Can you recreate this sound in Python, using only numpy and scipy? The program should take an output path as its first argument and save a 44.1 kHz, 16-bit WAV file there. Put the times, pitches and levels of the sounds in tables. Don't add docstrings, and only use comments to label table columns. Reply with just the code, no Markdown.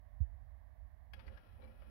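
import sys
import numpy as np
from scipy import signal
from scipy.fft import rfft, irfft, next_fast_len
from scipy.io import wavfile
from scipy.ndimage import map_coordinates

SR = 44100
rng = np.random.default_rng(int(sys.argv[2]) if len(sys.argv) > 2 else 0)


def store_pcm(level_fs):
    pcm = np.round(np.clip(level_fs, -1, 1) * 32767).astype(np.int16)
    wavfile.write(sys.argv[1], SR, np.atleast_2d(pcm).T)


N = 83790

# (frequency [Hz], relative density [dB])
FLOOR_SPECTRUM = [(20, -26), (50, -3.5), (100, -1.5), (155, -11.5), (240, -9.5), (400, -32), (900, -35.5),
                  (2000, -36.5), (4000, -40.5), (7500, -50), (9800, -50), (10150, -31.5), (10500, -43),
                  (15000, -39)]
RUSH_SPECTRUM = [(150, -10.5), (235, -15), (330, -18), (480, -13), (600, -0.5), (690, 1.5), (850, -7),
                 (1100, -7), (1380, -20.5), (1600, -11.5), (1850, -9), (2100, -14.5), (2500, -28.5),
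                 (4500, -33.5), (7500, -45), (11000, -38.5), (15000, -32.5)]
RUMBLE_SPECTRUM = [(18, -59.5), (28, -21), (44, 0.5), (65, 2), (82, -5), (100, -12.5), (170, -35),
                   (330, -49), (700, -81.5)]
# (time [s], level [dB])
RUMBLE_ENVELOPE = [(0, -54.5), (0.102, -55.5), (.14, -45), (.3, -47.5), (.39, -51), (0.428, -46.5),
                   (0.532, -53.5), (.8, -50), (1.111, -53.5), (1.148, -44), (1.22, -48.5), (1.33, -47),
                   (1.381, -56.5), (1.649, -51.5), (1.9, -53)]
# (frequency [Hz], level re thud [dB], T60 [s])
CAMERA_MODES = [(280, -56, 0.3), (458, -54, 0.18)]
# (frequency [Hz], relative density [dB])
DRONE_SPECTRUM = [(20, -47), (35, -16), (50, 3.5), (70, -4.5), (115, -6), (155, -10), (220, -17),
                  (400, -22), (900, -62)]
FIZZ_SPECTRUM = [(6000, -27), (8800, -35), (9600, -1), (10200, 6), (11000, 3.5), (11700, -3.5), (15000, -4)]
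GEAR_SPECTRUM = [(150, -17), (450, 1), (900, 2), (1500, -8), (2600, -14.5), (3300, -7.5), (4300, -19.5),
                 (5500, -15.5), (6800, -49), (9000, -45), (15000, -51)]
# (frequency [Hz], bandwidth [Hz], gain [dB])
GEAR_MODES = [(1370, 83, -3), (1687, 36, 0.5), (1928, 37, 1), (2360, 120, -5), (2542, 57, -0.5),
              (2917, 34, -2), (3400, 51, -18.5), (4000, 81, -6.5), (4630, 100, -19.5)]
CABINET_MODES = [(223, 18.6, 5), (305.5, 26, -2.5), (408, 33, -4.5), (522, 28.6, 2), (569.6, 30.3, 1.5),
                 (711, 47, -15), (841, 48, -6.5), (1083, 24, -17.5)]
# (frequency [Hz], level re rattle [dB])
GEAR_TONES = [(1380, -16), (1700, -16.5), (2520, -19.5)]
# (time [s], gear level [dB], door level [dB])
DRIVE_LOAD = [(1.135, -69, -52), (1.18, -66.5, -68.5), (1.255, -67.5, -64), (1.29, -70, -60),
              (1.331, -65.5, -59), (1.356, -68, -67.5), (1.41, -70.5, -70.5), (1.482, -70.5, -67),
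              (1.52, -72, -83), (1.575, -73, -83), (1.594, -79, -58.5), (1.609, -68, -64),
              (1.626, -70.5, -57), (1.68, -71.5, -59.5), (1.711, -70, -65.5), (1.775, -73.5, -74),
              (1.81, -71, -71), (1.83, -69, -69), (1.9, -70, -63)]
# (time [s], level [dB], rise [s], T60 [s], treble gain [dB],
# low mode [Hz], its level re burst [dB], high mode [Hz], its level re burst [dB])
IMPACTS = [(1.1923, -51, 0.0045, 0.075, -7, 900, 0.5, 3480, -9.5),
           (1.265, -61.5, 0.0032, 0.076, 9, 2014, -2, 4420, -2),
           (1.2793, -52.5, 0.00036, .045, -12, 1975, -1, 2190, -8),
           (1.364, -61, 0.0077, 0.14, -23, 1376, -3, 1592, 3.5),
           (1.3729, -55, 0.0016, 0.064, -14, 1667, 2, 5380, -15.5),
           (1.591, -71, 0.00027, 0.03, -22, 610, 0, 810, 10),
           (1.6211, -63, 0.00025, 0.066, -13, 2290, 2, 3990, -4.5),
           (1.637, -63, 0.0012, 0.067, -10, 2330, 2.5, 10050, -10),
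           (1.647, -66.5, 0.00088, 0.091, -18, 1118, 0, 4070, -4),
           (1.674, -67, .003, 0.062, -15, 1200, -4, 2310, 6),
           (1.821, -61, 0.00028, 0.078, -22, 587, 5, 1350, -4)]
# (frequency [Hz], relative density [dB])
IMPACT_SPECTRUM = [(150, -22), (500, -16), (800, 1.5), (1100, -1.5), (1600, 4), (2500, 2), (3350, -3.5),
                   (3850, -7.5), (4900, -4.5), (6200, -22), (8300, -34.5), (10200, -17), (12600, -22.5),
                   (15000, -30)]
# (frequency [Hz], relative level [dB], T60 [s])
LATCH_MODES = [(819, -6, 0.088), (1243, -9, 0.057), (1410, -12, 0.065), (1668, 4.5, 0.054),
               (1790, -8, .045), (2140, -7, 0.054), (2520, -6, 0.057), (3020, -7, 0.031), (3310, -4, 0.065),
               (4730, -15, 0.036), (5350, -14, 0.029), (10150, -16, 0.027), (12100, -19, 0.045)]
# (frequency [Hz], relative gain [dB])
CRACK_TREBLE = [(2000, 2), (4500, 1.5), (9000, 3.5)]
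# (frequency [Hz], gain [dB])
RIGHT_TRANSFER = [(100, -16.5), (500, -24), (2000, -22), (5000, -44), (11000, -30)]


def amp(db):
    return 10 ** (np.asarray(db) / 20)


def unit(x):
    return x / np.sqrt(np.mean(x ** 2) + 1e-20)


def since(onset):
    return np.maximum(np.arange(N) / SR - onset, 0)


def gain_at(curve, hz):
    knots_hz, db = np.transpose(curve)
    return amp(np.interp(np.log(hz + 1), np.log(knots_hz + 1), db))


def filtered(x, response):
    size = next_fast_len(N + SR // 2)
    return irfft(rfft(x, size) * response(np.fft.rfftfreq(size, 1 / SR)), size)[..., :N]


def coloured(x, spectrum):
    return unit(filtered(x, lambda hz: gain_at(spectrum, hz)))


def noise(spectrum):
    return coloured(rng.standard_normal(N), spectrum)


def wobble(knots_per_s):
    knots = rng.standard_normal(int(N * knots_per_s / SR) + 4)
    return map_coordinates(knots, [np.arange(N) * knots_per_s / SR])


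def tone(hz, waver_rad=0.8, waver_db=2.5, knots_per_s=45):
    phase = 2 * np.pi * hz * since(0) + waver_rad * wobble(knots_per_s)
    return unit(np.sin(phase) * amp(waver_db * wobble(knots_per_s)))


def resonate(x, modes):
    def response(hz):
        return sum((-1) ** k * amp(db) * 1j * hz * width / (centre ** 2 - hz ** 2 + 1j * hz * width)
                   for k, (centre, width, db) in enumerate(modes))
    return unit(filtered(x, response))


def struck(modes, t):
    return sum((-1) ** k * amp(db - 60 * t / t60) * np.sin(2 * np.pi * hz * t)
               for k, (hz, db, t60) in enumerate(modes))


def strike(t, rise_s, t60):
    return (1 - np.exp(-t / rise_s)) * amp(-60 * t / t60)


def diffuse(x, t60):
    t = np.arange(SR // 2) / SR
    tail = rng.standard_normal(len(t)) * amp(-60 * t / t60)
    return signal.fftconvolve(x, tail / np.linalg.norm(tail))[:N]


def background():
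    rumble = amp(np.interp(since(0), *np.transpose(RUMBLE_ENVELOPE))) * noise(RUMBLE_SPECTRUM)
    floor = amp(-72.5) * noise(FLOOR_SPECTRUM)
    rush = amp(-70.5) * noise(RUSH_SPECTRUM)
    return np.array([floor, rumble + rush])


def bump(start_hz=109.7, end_hz=59.4, sag_s=0.013, cutoff_hz=190):
    t = since(0.2045)
    pitch_hz = end_hz + (start_hz - end_hz) * np.exp(-t / sag_s)
    phase = 2 * np.pi * np.cumsum(pitch_hz * (t > 0)) / SR
    thud = -strike(t, rise_s=0.01, t60=0.13) * np.sin(phase)
    soft_thud = filtered(thud, lambda hz: 1 / np.hypot(1, (hz / cutoff_hz) ** 2))
    return amp(-14) * (soft_thud + struck(CAMERA_MODES, t))


def motor(mesh, running_s):
    drone = amp(-65.5 + 1.5 * running_s) * noise(DRONE_SPECTRUM)
    fizz = amp(-86.5 + 7 * running_s) * coloured(mesh + rng.standard_normal(N), FIZZ_SPECTRUM)
    return drone + fizz


def teeth(count=700, mesh_hz=273, jitter_periods=0.15, scatter_db=2):
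    jitter, strength = rng.standard_normal((count, 2)).T
    times = (np.arange(count) + 1 + jitter_periods * jitter) / mesh_hz
    samples = np.round(times * SR).astype(int)
    impulses = np.bincount(np.abs(samples), amp(scatter_db * np.clip(strength, -2, 2)), N)[:N]
    knocks = unit(diffuse(impulses - impulses.mean(), t60=0.008))
    scrape = amp(-2) * rng.standard_normal(N)
    return (knocks + scrape) * amp(0.5 * wobble(knots_per_s=47))


def gears(mesh):
    rattle = unit(coloured(mesh, GEAR_SPECTRUM) + amp(-0.5) * resonate(mesh, GEAR_MODES))
    whine = sum(amp(db) * tone(hz) for hz, db in GEAR_TONES)
    return unit(rattle + whine)


def door(groan_hz=518):
    friction = rng.standard_normal(N)
    rub = coloured(resonate(friction, CABINET_MODES), [(1200, 1), (4000, -18)])
    return unit(rub + amp(-5.5) * tone(groan_hz))


def drive(start_s=1.133, spin_up_s=0.03):
    times, gear_db, door_db = np.transpose(DRIVE_LOAD)
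    t, running_s = since(0), since(start_s)
    mesh = teeth()
    rattling = amp(np.interp(t, times, gear_db)) * gears(mesh)
    rubbing = amp(np.interp(t, times, door_db)) * door()
    fade_in = 1 - np.exp(-running_s / spin_up_s)
    return fade_in * (rattling + rubbing + motor(mesh, running_s))


def clacks(treble_from_hz=1100, treble_full_hz=9100):
    out = np.zeros(N)
    for onset, db, rise_s, t60, treble_db, low_hz, low_db, high_hz, high_db in IMPACTS:
        t = since(onset)
        burst = coloured(noise(IMPACT_SPECTRUM), [(treble_from_hz, 0), (treble_full_hz, treble_db)])
        low_mode = amp(low_db) * np.sin(2 * np.pi * low_hz * t)
        high_mode = amp(high_db) * np.sin(2 * np.pi * high_hz * t)
        out += amp(db) * strike(t, rise_s, t60) * (burst + low_mode + high_mode)
    return out


def latch(onset_s=1.1343, chatter_s=0.0045, crack_t60=0.048):
    t = since(onset_s)
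    ring = amp(-55.5) * struck(LATCH_MODES, t)
    burst = coloured(noise(IMPACT_SPECTRUM), CRACK_TREBLE)
    crack = amp(-51.5) * strike(t, rise_s=0.00027, t60=crack_t60) * burst
    chatter_gain = amp(60 * np.minimum(t, chatter_s) / crack_t60)
    return chatter_gain * (ring + crack)


def scene(right_lag_s=0.00036):
    machine = latch() + clacks() + drive()
    left, far = (machine + amp(-13) * diffuse(machine, t60=0.29) for _ in range(2))
    right = filtered(far, lambda hz: gain_at(RIGHT_TRANSFER, hz) * np.exp(-2j * np.pi * hz * right_lag_s))
    return np.array([left, right + bump()]) + background()


def record(dry, cutoff_hz=15800):
    return filtered(dry, lambda hz: hz < cutoff_hz)


dry = scene()
out = record(dry)
store_pcm(out)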